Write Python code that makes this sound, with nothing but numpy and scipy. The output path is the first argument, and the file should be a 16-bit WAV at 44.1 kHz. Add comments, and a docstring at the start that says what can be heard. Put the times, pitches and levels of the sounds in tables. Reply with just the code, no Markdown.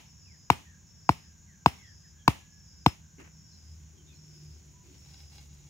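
"""A steel hammer drives a hand-held wooden stake into sandy ground with steady blows, outdoors.
Each blow sums damped modes of wood and steel, a noisy crack and a soil thud of falling pitch; noise forms its echoes.
Then the hammer is laid down, a hand smooths the sand and lifts another stake: clumped impulses and shaped noise.
Insects drone in narrow bands of noise, birds call in gliding tones blurred by distance,
and a far engine hums on two harmonics over the low rumble of open air."""
import sys
import numpy as np
from scipy import signal
from scipy.fft import rfft, irfft
from scipy.io import wavfile
from scipy.ndimage import map_coordinates

SR = 44100
rng = np.random.default_rng(int(sys.argv[2]) if len(sys.argv) > 2 else 0)


def put_to_file(sound):
    """Save the sound as 16-bit audio at rate SR, in the file named by the first command-line argument."""
    columns = np.atleast_2d(sound).T  # one column per channel
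    safe = np.clip(columns, -1, 1)
    whole_steps = np.round(safe * 32767)
    wavfile.write(sys.argv[1], SR, whole_steps.astype(np.int16))


N = 250929
T = np.arange(N) / SR   # time in s

# All spectra below give relative levels.
# hammer blows: start_s, knock_rel_db, knock_pitch_ratio, crack_rel_db, soil_thud_db, steel_rel_db,
# echo_rel_db, echo_length_ratio
BLOWS = [(-0.09, -1, 1, 3, -13, -40.5, -1.5, .9), (0.5010, -0.5, 0.98, 2, -21, -46, 0.5, 0.88),
         (1.0915, 0, .99, -3, -18.5, -45.5, -4, 0.91), (1.6599, 0.5, .99, 0.5, -18.5, -42.5, -2, 0.96),
         (2.2783, 0, 1.025, 3.5, -16.5, -48, 2, 0.84), (2.862, -.5, 0.97, 0.5, -15, -38.5, -2, 0.73)]
# modes of the stake, damped by hand and soil: frequency_hz, level_rel_db, t60_s
STAKE_MODES = [(464, -32.5, 0.039), (695.4, -25.5, 0.046), (1220, -21.5, 0.021), (1450, -15, 0.011),
               (1610, -27.5, 0.0074), (2298, -18, 0.016), (2580, -20.5, .018), (3530, -23.5, .007),
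               (4150, -23, 0.0051)]
KNOCK_HZ, KNOCK_PEAK_S, KNOCK_DB = 941, 0.0015, -3   # main mode; each blow shifts its pitch and level
# modes of the hammer head: frequency_hz, level_rel_db, t60_s
STEEL_MODES = [(2686, -9.5, 0.18), (5310, 2.5, 0.17), (5370, -9, 0.073), (5460, -6, 0.19),
               (7580, -9.5, 0.11)]
# crushing of wood fibres at the contact: frequency_hz, level_db_per_hz
CRACK_SPECTRUM = [(400, -1), (1400, -1.5), (2600, 0.5), (4200, -0.5), (5500, -15), (7000, -15), (9500, -20),
                  (15000, -24)]
# scatter from trees and ground: frequency_hz, level_db_per_hz
SCATTER_SPECTRUM = [(100, 3.5), (300, 1), (450, -7.5), (580, -11.5), (740, -0.5), (1000, 3), (1500, -12),
                    (1900, -7), (2500, -3), (3300, -13.5), (4700, -17.5), (7000, -18), (9000, -21.5),
                    (14000, -24)]
# decay of that scatter, before each blow's length ratio: frequency_hz, t60_s
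SCATTER_T60 = [(150, 0.36), (500, 0.37), (1400, 0.32), (3700, 0.55), (10000, 0.43)]

# rumble of open air: frequency_hz, level_db_per_hz
AIR_SPECTRUM = [(25, -24.5), (50, -5.5), (75, 3.5), (120, -3), (190, -8.5), (260, -18), (400, -25.5),
                (650, -30), (950, -27.5), (1300, -32), (2200, -30.5), (4300, -33.5), (9000, -47.5),
                (15000, -40.5)]
# left-right likeness of diffuse sound: frequency_hz, likeness_0_to_1
LIKENESS = [(60, 0.88), (130, 0.8), (290, 0.79), (640, 0.1), (1400, 0.61), (4000, 0.36), (6800, 0.9),
            (9000, .15)]
# the far engine holds its speed, then slows: time_s, mean_firing_hz
ENGINE_SPEED = [(0, 79.24), (1.1, 80.13), (3.25, 79.34), (4.45, 75.07), (5.69, 72.42)]
# hum of the engine as it slows: time_s, fundamental_rel_db, second_harmonic_rel_db
ENGINE_LEVEL = [(3.0, -56, -58), (3.51, -62.5, -60), (3.65, -49, -93), (3.72, -48.5, -64),
                (4.42, -63.5, -51.5), (4.52, -42.5, -48), (4.57, -52, -79), (4.64, -61, -54),
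                (4.87, -62, -74), (5.12, -54.5, -52.5), (5.16, -54.5, -65.5), (5.69, -53, -51.5)]
# hum before it slows: fundamental_rel_db, second_harmonic_rel_db
ENGINE_STEADY = (-64, -64.5)

# insect chorus: frequency_hz, level_db_per_hz
CHORUS_SPECTRUM = [(4600, -32), (5200, -9.5), (5600, -6), (6100, -3.5), (6550, -2.5), (6900, -0.5),
                   (7200, -6), (7600, -15), (8500, -29)]
CHORUS_DB = -63
# rising notes of the insect's phrase: delay_s, length_s, start_hz, end_hz
PHRASE_NOTES = [(0, .39, 5420, 5496), (.165, .37, 5040, 5202)]
PHRASE_FIRST_S, PHRASE_PERIOD_S, PHRASE_DB = 0.0042, 0.818, -63.5

# a bird's whistles, sliding down to one low note: start_s, length_s, start_hz, level_db
WHISTLES = [(0.235, .15, 3010, -68.5), (0.629, 0.16, 1978, -65), (1.229, 0.087, 1852, -72),
            (1.459, 0.11, 2230, -69), (1.76, .2, 2336, -63), (2.034, 0.046, 2072, -66.5)]
WHISTLE_END_HZ = 1590
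# short, hoarse chips of another bird: start_s, start_hz, level_db
CHIPS = [(1.762, 3560, -73), (1.839, 3450, -70.5), (2.178, 3410, -70), (3.508, 4330, -70.5),
         (3.96, 3280, -70.5), (4.06, 3800, -67), (4.079, 2660, -71), (4.12, 4450, -71)]
CHIP_S, CHIP_FALL = 0.07, 0.92   # length; end pitch over start pitch
# far, level notes: start_s, length_s, pitch_hz, level_db
HELD_NOTES = [(2.075, .66, 1683, -73), (4.719, 0.143, 982, -72)]

# sand under the hammer head: frequency_hz, level_db_per_hz
CRUNCH_SPECTRUM = [(800, -10), (1300, -10), (2000, -5.5), (2800, -9), (3500, -22), (6000, -21), (9000, -31)]
# sand pressed softly: frequency_hz, level_db_per_hz
PRESS_SPECTRUM = [(150, -9), (280, 7), (370, 10), (550, -18), (900, -29), (1500, -61)]
# sand scraped: frequency_hz, level_db_per_hz
SCRAPE_SPECTRUM = [(700, -0.5), (1400, -10), (2300, 1), (4000, -2), (6000, 1), (9000, -33)]
# loose grains running: frequency_hz, level_db_per_hz
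GRAINS_SPECTRUM = [(4000, -27), (8000, -1), (11000, -8.5), (15000, -5.5)]
# strokes of the hand, then of the lifted stake, over the sand:
# middle_s, length_s, pressing_rel_db, scraping_rel_db
STROKES = [(3.749, 0.52, -78, -69.5), (4.001, 0.17, -65, -77), (4.108, .14, -66, -66.5),
           (4.503, 0.76, -67, -66.5), (4.91, 0.17, -61.5, -63), (5.151, 0.43, -71.5, -61),
           (5.382, 0.17, -73, -62.5), (5.599, 0.55, -72.5, -66)]
GRAINS_FOLLOW = 1   # share of the scraping's swing in dB that the loose grains follow
GRAINS_DB, GRAINS_AT_SCRAPE_DB = -70.5, -64.5   # grain level at this scraping strength

# modes of the loose stake: frequency_hz, level_rel_db, t60_s
LOOSE_STAKE_MODES = [(810, -5, 0.056), (1540, -7, 0.028), (2175, -8.5, 0.055), (2800, -7, 0.066),
                     (3380, -3.5, 0.037), (3880, -1.5, 0.041), (4270, -4, 0.057), (5070, 4.5, 0.021)]
# grit catching the loose stake: start_s, strength_rel_db
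TICKS = [(5.143, -47), (5.203, -50.5), (5.33, -52), (5.36, -51.5), (5.382, -44), (5.393, -51), (5.53, -58),
         (5.67, -61.5)]
# a grain cracking under the tip: frequency_hz, level_db_per_hz
SNAP_SPECTRUM = [(800, -15), (2500, -12), (5000, 9), (9000, -10), (15000, -16)]


def from_db(db):
    """Amplitude ratio: every 20 dB multiplies the amplitude by ten."""
    return 10 ** (np.asarray(db) / 20)


def rms_one(x):
    """Normalization of power: scale to unit rms."""
    return x / np.sqrt(np.mean(x ** 2) + 1e-20)


def in_time(rows):
    """Linear interpolation: each column of a time table at every sample."""
    times, *columns = np.transpose(rows)
    return [np.interp(T, times, column) for column in columns]


def at_hz(points, hz):
    """Logarithmic frequency scale: interpolate a table along it."""
    table_hz, value = np.transpose(points)
    return np.interp(np.log(np.maximum(hz, 1)), np.log(table_hz), value)


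def add(track, s, sound):
    """Superposition: add a sound at time s, trimmed to the track."""
    i = round(s * SR)
    sound, i = sound[max(-i, 0):], max(i, 0)
    track[i:i + len(sound)] += sound[:N - i]


def drift(rate_hz):
    """Low-passed noise: a slow random fluctuation of unit rms."""
    low_pass = 1 / (1 + (np.fft.rfftfreq(N, 1 / SR) / rate_hz) ** 4)
    return rms_one(irfft(rfft(rng.standard_normal(N)) * low_pass, N))


def colour(x, spectrum):
    """Minimum-phase filtering: a causal response of the given spectrum, with unit energy."""
    size = 4096
    cepstrum = irfft(np.log(from_db(at_hz(spectrum, np.fft.rfftfreq(size, 1 / SR)))))
    index = np.arange(size)
    # folding the cepstrum onto positive times makes the response causal
    causal = 2 * cepstrum * (index > 0) * (index < size // 2)
    response = irfft(np.exp(rfft(causal)))
    response /= np.linalg.norm(response)
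    response = response.reshape((1,) * (x.ndim - 1) + (-1,))
    return signal.fftconvolve(x, response, axes=-1)[..., :x.shape[-1]]


def diffuse(spectrum):
    """Diffuse field: noise whose likeness between the ears varies with frequency; unit rms."""
    mid, side = rfft(rng.standard_normal((2, N)))
    hz = np.fft.rfftfreq(N, 1 / SR)
    alike = np.clip(at_hz(LIKENESS, hz), 0, 1)
    ears = np.sqrt(1 + alike) * mid + np.sqrt(1 - alike) * side * [[1], [-1]]
    return rms_one(irfft(from_db(at_hz(spectrum, hz)) * ears, N))


def ring(t, hz, t60):
    """Damped oscillation: a struck mode falls by 60 dB in t60 seconds."""
    return np.sin(2 * np.pi * hz * t) * from_db(-60 * t / t60)


def swell(t, peak_s):
    """Transient envelope: rises to 1 at peak_s, then dies away."""
    return t / peak_s * np.exp(1 - t / peak_s)


def note(length, start_hz, end_hz, blur_hz, clear):
    """Multipath propagation: many paths through leaves blur a gliding tone into a narrow band."""
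    u = np.linspace(0, 1, int(length * SR))
    hz = end_hz + (start_hz - end_hz) * (1 - u) ** 1.2
    phase = 2 * np.pi * np.cumsum(hz) / SR
    low_pass = signal.butter(2, blur_hz, fs=SR, output="sos")
    paths = signal.sosfilt(low_pass, rng.standard_normal((2, len(u))))
    in_phase = (clear + rms_one(paths[0])) * np.sin(phase)   # clear: share of the unblurred tone
    quadrature = rms_one(paths[1]) * np.cos(phase)
    return rms_one(in_phase + quadrature) * signal.windows.tukey(len(u), 0.5)


def grit(spectrum, per_s, clump_db):
    """Stochastic friction: sand grains slip at random, in clumps, independently at each ear."""
    slips = (rng.random((2, N)) < per_s / SR) * rng.standard_normal((2, N))
    return rms_one(colour(slips * from_db(clump_db * drift(29)), spectrum))


def from_the_left(x, lag_s, pan_db):
    """Interaural difference: the right ear hears the stake later and softer."""
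    later = map_coordinates(x, [np.arange(len(x)) - lag_s * SR], order=3)
    return np.array([x * from_db(pan_db), later * from_db(-pan_db)])


def soil_thud(t, start_hz=230, end_hz=53, glide_s=0.0096, peak_s=0.0052,
              bend_hz=293, bend_db=5.0, bend_t60=0.024, bend_delay_s=0.00083):
    """Yielding load: the thud drops in pitch as the stake comes to rest; its lowest bending mode joins in."""
    hz = end_hz + (start_hz - end_hz) * np.exp(-t / glide_s)
    thud = np.sin(2 * np.pi * np.cumsum(hz) / SR) * swell(t, peak_s)
    bend = from_db(bend_db) * ring(np.maximum(t - bend_delay_s, 0), bend_hz, bend_t60)
    return thud + bend


def hammer(crack_db=-17, crack_s=0.0013, thud_delay_s=0.0038, contact_s=0.00025):
    """Impact excitation: each blow sets off the stake's modes, a crack, the soil and the steel head."""
    knock, wood, top, soil = np.zeros((4, N))
    t = T[:SR // 2]
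    for s, knock_db, pitch, fibres_db, thud_db, steel_db, *_ in BLOWS:
        # the main mode dies within a few cycles
        main_mode = np.sin(2 * np.pi * KNOCK_HZ * pitch * t) * swell(t, KNOCK_PEAK_S) ** 2
        add(knock, s, from_db(KNOCK_DB + knock_db) * main_mode)
        modes = sum(from_db(db + knock_db + rng.standard_normal()) * ring(t, hz, t60)
                    for hz, db, t60 in STAKE_MODES)
        # the others build up during contact and swing against the main mode
        add(wood, s, -modes * (1 - np.exp(-t / contact_s)))
        crack = colour(rng.standard_normal(len(t)) * swell(t, crack_s), CRACK_SPECTRUM)
        add(top, s, from_db(crack_db + fibres_db) * crack)
        add(top, s, sum(from_db(steel_db + db) * ring(t, hz, t60) for hz, db, t60 in STEEL_MODES))
        add(soil, s + thud_delay_s, from_db(thud_db) * soil_thud(t))
    # each part radiates from another place on the stake, so each has its own lag between the ears
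    out = from_the_left(knock, lag_s=0.00017, pan_db=1.27)
    out += from_the_left(wood, lag_s=0.0001, pan_db=1.25)
    out += from_the_left(top, lag_s=0.00015, pan_db=2.85)
    return out + from_the_left(soil, lag_s=0.00012, pan_db=0.97)


def surroundings(level_db=-37, build_s=0.0077, near_db=-2, near_s=0.023, uneven_db=1.0):
    """Multiple scattering: countless weak echoes of each blow build up, then each band decays at its own rate."""
    t, out = T[:SR * 3 // 4], np.zeros((2, N))
    edges = np.geomspace(60, 17000, 21)
    hz = np.sqrt(edges[1:] * edges[:-1])
    gains = from_db(at_hz(SCATTER_SPECTRUM, hz)) * np.sqrt(np.diff(edges))
    gains /= np.linalg.norm(gains)
    for low, high, gain, t60 in zip(edges, edges[1:], gains, at_hz(SCATTER_T60, hz)):
        band_pass = signal.butter(2, [low, high], "band", fs=SR, output="sos")
        for s, *_, echo_db, length in BLOWS:
            decay = from_db(level_db + echo_db - 60 * t / (t60 * length))
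            envelope = (1 - np.exp(-(t / build_s) ** 2)) * decay
            # the nearest things answer in a cluster
            envelope *= 1 + from_db(near_db) * swell(t, near_s) ** 10
            for ear in out:
                # random level steps, 128 samples long
                steps = np.repeat(rng.standard_normal(len(t) // 128 + 1), 128)[:len(t)]
                echoes = rng.standard_normal(len(t)) * from_db(uneven_db * steps)
                add(ear, s, gain * envelope * rms_one(signal.sosfilt(band_pass, echoes)))
    return out


def background(air_db=-57, engine_db=-2, waver_db=2.5, off_beat_db=-72):
    """Harmonic series: a far engine slows over outdoor rumble; uneven firing adds a line at 2.5 times its rate."""
    hz, = in_time(ENGINE_SPEED)
    slows = T >= ENGINE_LEVEL[0][0]
    first_db, second_db = np.where(slows, in_time(ENGINE_LEVEL), np.c_[list(ENGINE_STEADY)])
    phase = 2 * np.pi * np.cumsum(hz * (1 + 0.008 * drift(9.4))) / SR
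    hum = from_db(first_db) * np.sin(phase) + from_db(second_db) * np.sin(2 * phase)
    hum += from_db(off_beat_db) * np.sin(2.5 * phase)
    engine = from_db(engine_db + waver_db * drift(18)) * np.sqrt(2) * hum
    return from_db(air_db) * diffuse(AIR_SPECTRUM) + engine


def far_whine(start_hz=1660, end_hz=1520, db=-78, waver_db=3):
    """Narrow-band noise: a faint, far whine wavers in level and sinks slowly."""
    # the scene hears the middle of a longer glide
    whine = np.array([note(1.3 * N / SR, start_hz, end_hz, blur_hz=55, clear=0)[N // 4:N // 4 + N]
                      for ear in range(2)])
    return from_db(db + waver_db * drift(3.7)) * whine


def insects(whine_hz=6850, whine_db=-9, blur_hz=105):
    """Incoherent summation: a chorus with one shrill voice, and a regular phrase of two rising notes."""
    phase = 2 * np.pi * whine_hz * T
    whine = rms_one(drift(28) * np.sin(phase) + drift(28) * np.cos(phase))
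    out = from_db(CHORUS_DB) * (diffuse(CHORUS_SPECTRUM) + from_db(whine_db) * whine)
    for ear in out:
        for s in PHRASE_FIRST_S + PHRASE_PERIOD_S * np.arange(7):
            for delay, length, start_hz, end_hz in PHRASE_NOTES:
                voice = note(length, start_hz, end_hz, blur_hz, clear=0.34)
                add(ear, s + delay, from_db(PHRASE_DB) * voice)
    return out


def birds(echo_db=-6, echo_t60=0.35):
    """Reverberation: distant whistles, chips and level notes are trailed by their echo from the trees."""
    out, t = np.zeros((2, N)), T[:SR // 3]
    for ear in out:
        for s, length, start_hz, db in WHISTLES:
            add(ear, s, from_db(db) * note(length, start_hz, WHISTLE_END_HZ, blur_hz=89.45, clear=1.0))
        for s, hz, db in CHIPS:
            add(ear, s, from_db(db) * note(CHIP_S, hz, hz * CHIP_FALL, blur_hz=128.5, clear=0.8))
        for s, length, hz, db in HELD_NOTES:
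            add(ear, s, from_db(db) * note(length, hz, hz, blur_hz=25, clear=1.8))
        trees = rng.standard_normal(len(t)) * from_db(-60 * t / echo_t60)
        trees /= np.linalg.norm(trees)
        ear += from_db(echo_db) * signal.fftconvolve(ear, trees)[:N]
    return out


def hammer_put_down(s=3.172, thump_db=-52, thump_s=0.032, crunch_db=-56, crunch_s=0.049):
    """Inelastic impact: the head meets the sand with a soft thump, and grains crunch under it."""
    t = np.maximum(T - s, 0)
    thump = from_db(thump_db) * diffuse(PRESS_SPECTRUM) * swell(t, thump_s) ** 2
    crunch = grit(CRUNCH_SPECTRUM, per_s=3800, clump_db=3.0) * swell(t, crunch_s) ** 2
    return thump + from_db(crunch_db) * crunch


def strokes(shape=0.78):
    """Amplitude envelope: each stroke swells and eases in one arch, giving pressing and scraping strength."""
    press, scrape = np.zeros((2, N))
    for s, length, press_db, scrape_db in STROKES:
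        arch = np.maximum(1 - (2 * (T - s) / length) ** 2, 0) ** shape
        press += from_db(press_db) * arch
        scrape += from_db(scrape_db) * arch
    return press, scrape


def handling(press_db=-1, scrape_db=-2):
    """Granular friction: a hand smooths the sand, then drags a stake; scraping sets loose grains running."""
    press, scrape = strokes()
    grains = from_db(GRAINS_DB) * (scrape / from_db(GRAINS_AT_SCRAPE_DB)) ** GRAINS_FOLLOW
    sand = from_db(press_db) * press * diffuse(PRESS_SPECTRUM)
    sand += from_db(scrape_db) * scrape * grit(SCRAPE_SPECTRUM, per_s=1500, clump_db=0.5)
    return sand + grains * grit(GRAINS_SPECTRUM, per_s=4500, clump_db=2.0)


def loose_stake(grab_s=5.05, drag_db=-10, per_s=300, tick_db=-8, snap_db=2):
    """Modal response: grit snaps under the lifted stake's tip and rings its free bending modes."""
    scrape, t = strokes()[1], T[:SR // 8]
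    slips = (rng.random(N) < per_s / SR) * rng.standard_normal(N)
    slips *= scrape * from_db(drag_db) * (T > grab_s)
    catches = np.zeros(N)
    for s, db in TICKS:
        add(catches, s, from_db([db]))   # a single-sample impulse
    out = np.zeros((2, N))
    for ear in out:
        body = sum(from_db(db) * rng.choice([-1, 1]) * ring(t, hz, t60)
                   for hz, db, t60 in LOOSE_STAKE_MODES)
        ear += signal.fftconvolve(slips + from_db(tick_db) * catches, body)[:N]
    return out + from_db(snap_db) * colour(catches, SNAP_SPECTRUM)


def scene():
    """Superposition: the blows and their echoes, the handling and the open air."""
    work = hammer() + surroundings() + hammer_put_down() + handling() + loose_stake()
    return work + background() + far_whine() + insects() + birds()


def record(dry, low_cut_hz=36, high_cut_hz=15700):
    """Band limiting and saturation: deep bass is lost, high peaks are rounded and the top is cut."""
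    dry = signal.sosfilt(signal.butter(2, low_cut_hz, "high", fs=SR, output="sos"), dry)
    rounded = 0.97 * dry / (1 + dry ** 8) ** (1 / 8)
    return signal.sosfilt(signal.ellip(10, 0.1, 70, high_cut_hz, fs=SR, output="sos"), rounded)


dry = scene()
out = record(dry)
put_to_file(out)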